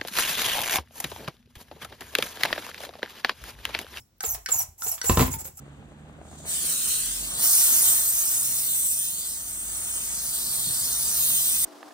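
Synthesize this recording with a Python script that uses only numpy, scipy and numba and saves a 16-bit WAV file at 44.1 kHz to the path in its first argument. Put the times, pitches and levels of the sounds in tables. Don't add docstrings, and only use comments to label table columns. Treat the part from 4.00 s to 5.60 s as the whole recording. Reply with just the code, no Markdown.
import sys
import numpy as np
from scipy import signal
from scipy.io import wavfile
from scipy.ndimage import uniform_filter1d, map_coordinates
from numba import njit

SR = 44100
rng = np.random.default_rng(int(sys.argv[2]) if len(sys.argv) > 2 else 0)


def dump_mix(stems):
    frames = np.atleast_2d(stems).T
    limited = np.clip(frames, -1, 1)
    pcm = np.round(limited * 32767).astype(np.int16)
    wavfile.write(sys.argv[1], SR, pcm)


def invert_db(level):
    return 10 ** (np.asarray(level, dtype=float) / 20)


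N = 70560
T = np.arange(N) / SR

# (frequency [Hz], level [dB])
AIR_COLOUR = [(15, -29), (25, -4.5), (206, -26), (591, -40), (3720, -48), (4140, -39), (9000, -53),
              (16000, -64)]
# (time [s], level [dB])
PUSH_CLICKS = [
    (0.206, -24),
    (0.82, -25),
    (1.591, -41.5),
]
# (frequency [Hz], level [dB], time to fade by 60 dB [s])
PUSH_RINGING = [(787, -19, 0.089), (1404, 0, 0.025), (2240, -17, 0.0065), (4100, -10, 0.0032),
                (6000, 3.5, .012), (7750, 1, 0.018)]
# (time [s], level [dB])
PULL_CLICKS = [
    (0.46, -21),
    (1.015, -20.5),
]
# (frequency [Hz], level [dB], time to fade by 60 dB [s])
PULL_RINGING = [(1523, -7, 0.03), (1502, -22, 0.19), (2006, -3, 0.0094), (3030, -9.5, 0.0083),
                (4440, -1, 0.01), (5700, 0.5, 0.016)]
# (time [s], level [dB], pitch [Hz], time to fade by 60 dB [s])
ROD_CLACKS = [(0.237, -23.5, 788, 0.046), (0.2423, -28.5, 448, 0.069), (.348, -31.5, 711, 0.077),
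              (.378, -41, 425, 0.097), (.488, -22, 1264, 0.025), (.493, -27, 484, 0.033),
              (.533, -33, 884, 0.032), (.598, -36, 800, 0.065), (.864, -29.5, 438, 0.059),
              (.921, -35, 687, 0.091), (0.979, -34, 1190, 0.047), (1.043, -23.5, 465, 0.045),
              (1.258, -32.5, 962, 0.092), (1.338, -30, 891, 0.19), (1.39, -46.5, 554, 0.14),
              (1.415, -42.5, 377, 0.079), (1.453, -38, 553, 0.13), (1.48, -42.5, 387, .07)]
# (multiple of its pitch [ratio], level [dB], part of its fade time [ratio])
ROD_RINGING = [(1, 4.5, 0.95), (1.6, -4.5, 0.62), (2.5, -4, 0.27)]
# (time [s], level [dB])
SERVO_TICKS = [(.148, -73), (.167, -60), (.182, -49), (.231, -40), (.781, -41), (1.563, -48)]
# (time [s], level [dB], contact time [ms], desk tone favoured by the spot [Hz])
WHEEL_KNOCKS = [(0.002, -44.5, 3.7, 119), (0.267, -29, 12.4, 79.5), (.325, -28.5, 10, 54.6),
                (0.551, -37.5, 2.2, 204), (0.679, -35, 6.6, 64), (0.874, -42, 5, 140),
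                (1.0954, -5.5, 0.52, 370), (1.0987, -9, 2.9, 80.4), (1.118, -20, 0.7, 995),
                (1.1723, -9.5, 0.55, 202), (1.1938, -10, 0.22, 195), (1.202, -10.5, 1.02, 270),
                (1.208, -9.5, 0.97, 206), (1.214, -14, 0.43, 770), (1.2236, -12, 0.85, 258),
                (1.2315, -24, 0.66, 460), (1.245, -26.5, 1.1, 258), (1.28, -25.5, 0.42, 258),
                (1.293, -23, 2.7, 146), (1.338, -24.5, 3.5, 146), (1.362, -28, 2.3, 121),
                (1.418, -36.5, 2.7, 190), (1.452, -38, 1.9, 146), (1.482, -35.5, 2.1, 188),
                (1.53, -41, 4.4, 146)]
# (frequency [Hz], level [dB], time to fade by 60 dB [s])
DESK_TONES = [(54, -7, 0.34), (79.1, 1.5, 0.24), (118.6, -4.5, 0.17), (146, -5.5, 0.11), (195, -7.5, 0.1),
              (256, -5, 0.14), (357, -4, 0.077), (459, -3, 0.04), (540, -5, 0.037), (652, -7.5, 0.051),
              (771, -4, 0.037), (920, -6.5, 0.053), (1026, 1, 0.039), (1176, -1, 0.031),
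              (1364, -1.5, 0.024)]
# (start [s], length [s], rise time [s], rattle level [dB])
SERVO_RUNS = [(-.05, 0.049, 0.014, -52), (0.213, 0.02, 0.018, -37), (0.234, .12, 0.014, -33.5),
              (0.481, 0.15, 0.037, -35), (0.774, .17, 0.1, -34), (1.025, 0.12, 0.052, -32.5),
              (1.147, 0.14, 0.051, -38), (1.301, 0.057, 0.0078, -38), (1.383, 0.027, 0.013, -40),
              (1.439, 0.038, 0.012, -39.5), (1.569, 0.05, 0.0045, -48.5)]
# (frequency [Hz], width [Hz], level [dB], left over right [dB])
CASE_TONES = [(800, 228, -10.5, 0), (1310, 270, -21, 3), (2400, 1100, -22, 2.5), (4200, 2700, -39, -1),
              (5700, 790, -13, 4), (7300, 1170, -4.5, -4.5), (8000, 830, -8.5, -4.5), (10890, 1200, -6, 1),
              (11950, 1460, -5, -7), (13040, 2170, -9.5, 8.5), (15600, 1060, -7, 14.5),
              (15730, 110, -15, 0)]
# (time [s], teeth per second [Hz], whine level [dB])
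EARLY_SWEEPS = [
    [(.243, 7650, -41.5), (.254, 7300, -32), (.266, 6420, -34), (.28, 6600, -43), (.287, 6950, -30),
     (.298, 6250, -27.5), (.306, 5800, -26), (.322, 6120, -35), (.336, 5900, -31.5), (.355, 5210, -32.5)],
    [(.505, 7200, -38), (.524, 7380, -21), (.534, 6874, -25), (.546, 6814, -24.5), (.56, 7120, -33.5),
     (.574, 6080, -28.5), (.601, 5970, -26), (.617, 5210, -30)],
    [(.838, 5500, -35), (.853, 6050, -33), (.866, 6700, -42), (.872, 6900, -36), (.881, 6300, -31),
     (.891, 6000, -40), (.904, 6320, -33), (.917, 5850, -31), (.932, 5150, -30)],
]
LATE_SWEEPS = [
    [(1.052, 6850, -52), (1.072, 7190, -27.5), (1.102, 7330, -25), (1.11, 7000, -55), (1.12, 6000, -27.5),
     (1.134, 4850, -25)],
    [(1.208, 7520, -35), (1.221, 6600, -25.5), (1.232, 6560, -32)],
    [(1.308, 6000, -63), (1.32, 6400, -33.5), (1.331, 7020, -33.5), (1.352, 7300, -39)],
]
# (time [s], length [s], start pitch [Hz], end pitch [Hz], level [dB])
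GEAR_SQUEAKS = [(0, 0.041, 5490, 5300, -70), (0, 0.057, 10800, 10500, -72),
                (0.231, 0.0038, 11800, 11500, -29.5), (0.258, 0.011, 14800, 14950, -30),
                (.266, 0.0043, 14900, 14300, -36), (.274, 0.011, 14700, 14900, -41),
                (0.302, 0.018, 15000, 15700, -36), (0.316, .012, 15300, 15100, -43),
                (0.54, 0.0088, 14900, 14400, -50), (.544, 0.012, 15500, 15500, -42),
                (.585, 0.023, 12100, 13000, -29), (0.801, 0.022, 11600, 11950, -48),
                (.85, .008, 14700, 14600, -37), (0.86, 0.014, 11940, 12100, -48),
                (.92, 0.013, 8500, 7950, -52), (1.146, .016, 14400, 14100, -41),
                (1.244, .04, 8130, 7800, -53), (1.383, 0.016, 8120, 7750, -43),
                (1.451, 0.026, 13100, 12950, -40.5), (1.34, 0.021, 11300, 10760, -41.5),
                (0.55, 0.026, 11300, 11400, -36.5), (0.827, 0.018, 14300, 15150, -46),
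                (.874, 0.033, 15200, 15300, -39), (1.216, 0.015, 15160, 15600, -38),
                (1.262, 0.022, 14700, 14600, -37.5), (1.342, 0.021, 14800, 14700, -38)]


@njit
def band_pass(x, hz, width):
    y, band, low = np.empty(len(x)), 0., 0.
    g, k = np.tan(np.pi * hz / SR), width / hz
    for i in range(len(x)):
        v = (band + g * (x[i] - low)) / (1 + g * (g + k))
        band, low = 2 * v - band, low + 2 * g * v
        y[i] = k * v
    return y


def wander(rate):
    hold = int(SR / rate)
    steps = np.repeat(rng.standard_normal(N // hold + 1), hold)
    return 1.98 * uniform_filter1d(uniform_filter1d(steps, hold), hold)[:N]


def add(out, at, sound):
    i = int(at * SR)
    out[..., i:i + sound.shape[-1]] += sound[..., :N - i]


def ring(modes, scale=1, spread_db=2.5, detune=0.025):
    hz, db, t60 = np.array(modes).T[:, :, None]
    t = T[:int(t60.max() * SR)]
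    chance = rng.standard_normal((3,) + db.shape)
    sign = np.where(hz < 100, 1, np.sign(chance[1]))
    strength = invert_db(db + spread_db * chance[0]) * sign
    tone = np.sin(2 * np.pi * hz * scale * (1 + detune * chance[2]) * t)
    fade = np.exp(-np.log(1000) * t / t60)
    y = (strength * tone * fade).sum(axis=0)
    return y / np.abs(y).max()


def crack(decay_s, hz, width):
    y = rng.standard_normal(SR // 8)
    for _ in range(2):
        y = band_pass(y, float(hz), 1.48 * width)
    y = y * np.exp(-T[:SR // 8] / decay_s)
    return y / np.abs(y).max()


def two_port_crack(decay_s, hz, width):
    shared = crack(decay_s, hz, width)
    own = np.array([crack(decay_s, hz, width) for _ in range(2)])
    return 0.57 * shared + 0.83 * own


def air():
    out = 0
    f, level_db = np.array(AIR_COLOUR).T
    for hz in 30 * 2 ** np.arange(0, 9.1, .5):
        mid, side = (band_pass(rng.standard_normal(N), hz, hz / 3) for _ in range(2))
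        db = np.interp(np.log(hz), np.log(f), level_db) + 1.5 * wander(3.2)
        apart = min(hz / 430, 1) * side * np.array([[1], [-1]])
        out = out + invert_db(db) * (mid + apart)
    supply = invert_db(-75 + 1.6 * wander(60)) * np.sin(2 * np.pi * 15900 * T)
    return out * invert_db(-62.5) / out.std() + supply


def room_tail(near):
    t60_s, first_echo_s = 0.24, .0015
    t = T[:SR // 3]
    tail = rng.standard_normal((2, len(t))) * np.exp(-np.log(1000) * t / t60_s) * (t > first_echo_s)
    tail = np.array([band_pass(side, 1285.0, 2520.0) for side in tail])
    tail = tail / np.sqrt((tail ** 2).sum(axis=1, keepdims=True))
    return invert_db(-8.5) * signal.fftconvolve(near, tail, axes=1)[:, :N]


def remote_clicks():
    out = np.zeros((2, N))
    for events, modes in ((PUSH_CLICKS, PUSH_RINGING), (PULL_CLICKS, PULL_RINGING)):
        for at, db in events:
            add(out, at, invert_db(db) * ring(modes))
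            add(out, at + .0025, invert_db(db + 4) * ring(modes))
            add(out, at, invert_db(db + 2) * crack(0.0031, 6930, 5500))
    return out


def rod_clacks():
    out = np.zeros((2, N))
    for at, db, hz, t60 in ROD_CLACKS:
        modes = np.array(ROD_RINGING) * [1, 1, t60]
        add(out, at, invert_db(db - 4.5) * ring(modes, hz, spread_db=3, detune=0.0062))
        add(out, at, invert_db(db + 0.5) * two_port_crack(0.0072, 2560, 7900))
    for at, db in SERVO_TICKS:
        add(out, at, invert_db(db) * crack(.002, 12300, 6000))
    return out


def desk(load):
    spot_db, spot_octaves = 8, 0.083
    out = np.zeros((2, N))
    for at, db, ms, spot_hz in WHEEL_KNOCKS:
        struck = []
        for hz, level_db, t60 in DESK_TONES:
            distance = np.log2(hz / spot_hz) / spot_octaves
            struck.append((hz, level_db + spot_db / (1 + distance ** 2), t60))
        push = np.hanning(int(ms * SR / 1000) + 3)
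        boom = np.convolve(ring(struck, spread_db=0.87, detune=0.0071), push / push.sum())
        add(out, at, -invert_db(db) * boom)
        hardness = 1 / (1 + ms ** 3)
        add(out, at, invert_db(db - 3.5) * hardness * crack(0.004, 2170, 4100))
        add(out, at, invert_db(db - 17.5) * hardness * two_port_crack(0.027, 1470, 4600))
    scrub = signal.fftconvolve(load * rng.standard_normal(N), ring(DESK_TONES[:4]))[:N]
    return out + invert_db(-43) * scrub


def effort():
    stop_db, stop_s, coast_db_per_s = -13.5, 0.025, 158
    out = 0
    for at, length, rise, db in SERVO_RUNS:
        after = np.maximum(T - at - length, 0)
        fall_db = stop_db * np.minimum(after / stop_s, 1) - coast_db_per_s * after
        out = out + np.clip((T - at) / rise, 0, 1) ** 0.99 * invert_db(db + fall_db)
    return out * invert_db(2.27 * wander(39.94))


def radiated(hz):
    f, width, db, pan_db = np.array(CASE_TONES).T[:, :, None]
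    power = invert_db(2 * db) / (1 + (2 * (hz - f) / width) ** 2) ** 1.98
    return np.sqrt([(power * invert_db(side * pan_db)).sum(axis=0) for side in (1, -1)])


def whine():
    octave_db, left_lead_rad, edge_s = -2, .7, 0.0017
    out = np.zeros((2, N))
    jitter = 1 + .003 * wander(700)
    flutter = [invert_db(2.5 * wander(420)) for _ in range(2)]
    for sweep in EARLY_SWEEPS + LATE_SWEEPS:
        t, hz, db = np.array(sweep).T
        on = (T > t[0]) & (T < t[-1])
        now = T[on]
        hz = np.interp(now, t, hz)
        phase = 2 * np.pi * np.cumsum(hz * jitter[on]) / SR
        edge = np.clip(np.minimum(now - t[0], t[-1] - now) / edge_s, 0, 1)
        tone = 0
        for k in range(2):
            lead = (1 - k) * np.array([[left_lead_rad], [0]])
            level = invert_db(k * octave_db) * radiated((k + 1) * hz) * (6000 / hz) ** (3 * k)
            tone = tone + level * flutter[k][on] * np.sin((k + 1) * phase + lead)
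        out[:, on] += edge * invert_db(np.interp(now, t, db)) * tone
    for at, length, hz0, hz1, db in GEAR_SQUEAKS:
        on = (T > at) & (T < at + length)
        hz = np.linspace(hz0, hz1, on.sum()) * jitter[on]
        swell = np.hanning(on.sum()) ** .5 * flutter[1][on]
        out[:, on] += invert_db(db - 0.5) * swell * np.sin(2 * np.pi * np.cumsum(hz) / SR)
    return out * invert_db(8)


def servo(load):
    hits_per_s, scatter_db = 18000, 3
    out = whine()
    hit = rng.random(N) < hits_per_s / SR
    teeth = hit * rng.choice([-1., 1.], N) * invert_db(scatter_db * rng.exponential(size=N))
    teeth = load * teeth / teeth.std()
    for hz, width, db, pan_db in CASE_TONES:
        own = load * rng.standard_normal((2, N)) * 1.244
        flicker = invert_db(1.59 * wander(140))
        body = []
        for noise in own:
            shaken = band_pass(flicker * (teeth + noise) * 3, float(hz), 1.35 * width)
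            body.append(band_pass(shaken, float(hz), 2.0 * width))
        out = out + invert_db(db) * np.array(body) * invert_db(np.array([[pan_db], [-pan_db]]) / 2)
    return out


def scene():
    left_lag_s = 5.8e-5
    load = effort()
    near = servo(load) + remote_clicks() + rod_clacks() + desk(load)
    left = map_coordinates(near[0], [(T - left_lag_s) * SR], mode="nearest")
    return np.array([left, near[1]]) + room_tail(near) + air()


def band_limit(x):
    return signal.sosfilt(signal.butter(12, 17020, fs=SR, output="sos"), x)


def record(dry):
    top_cut = signal.ellip(8, .3, 35, 15870, fs=SR, output="sos")
    bass_cut = signal.butter(3, 44, "high", fs=SR, output="sos")
    mix = signal.sosfilt(bass_cut, signal.sosfilt(top_cut, dry))
    return band_limit(mix)


dry = scene()
out = record(dry)
dump_mix(out)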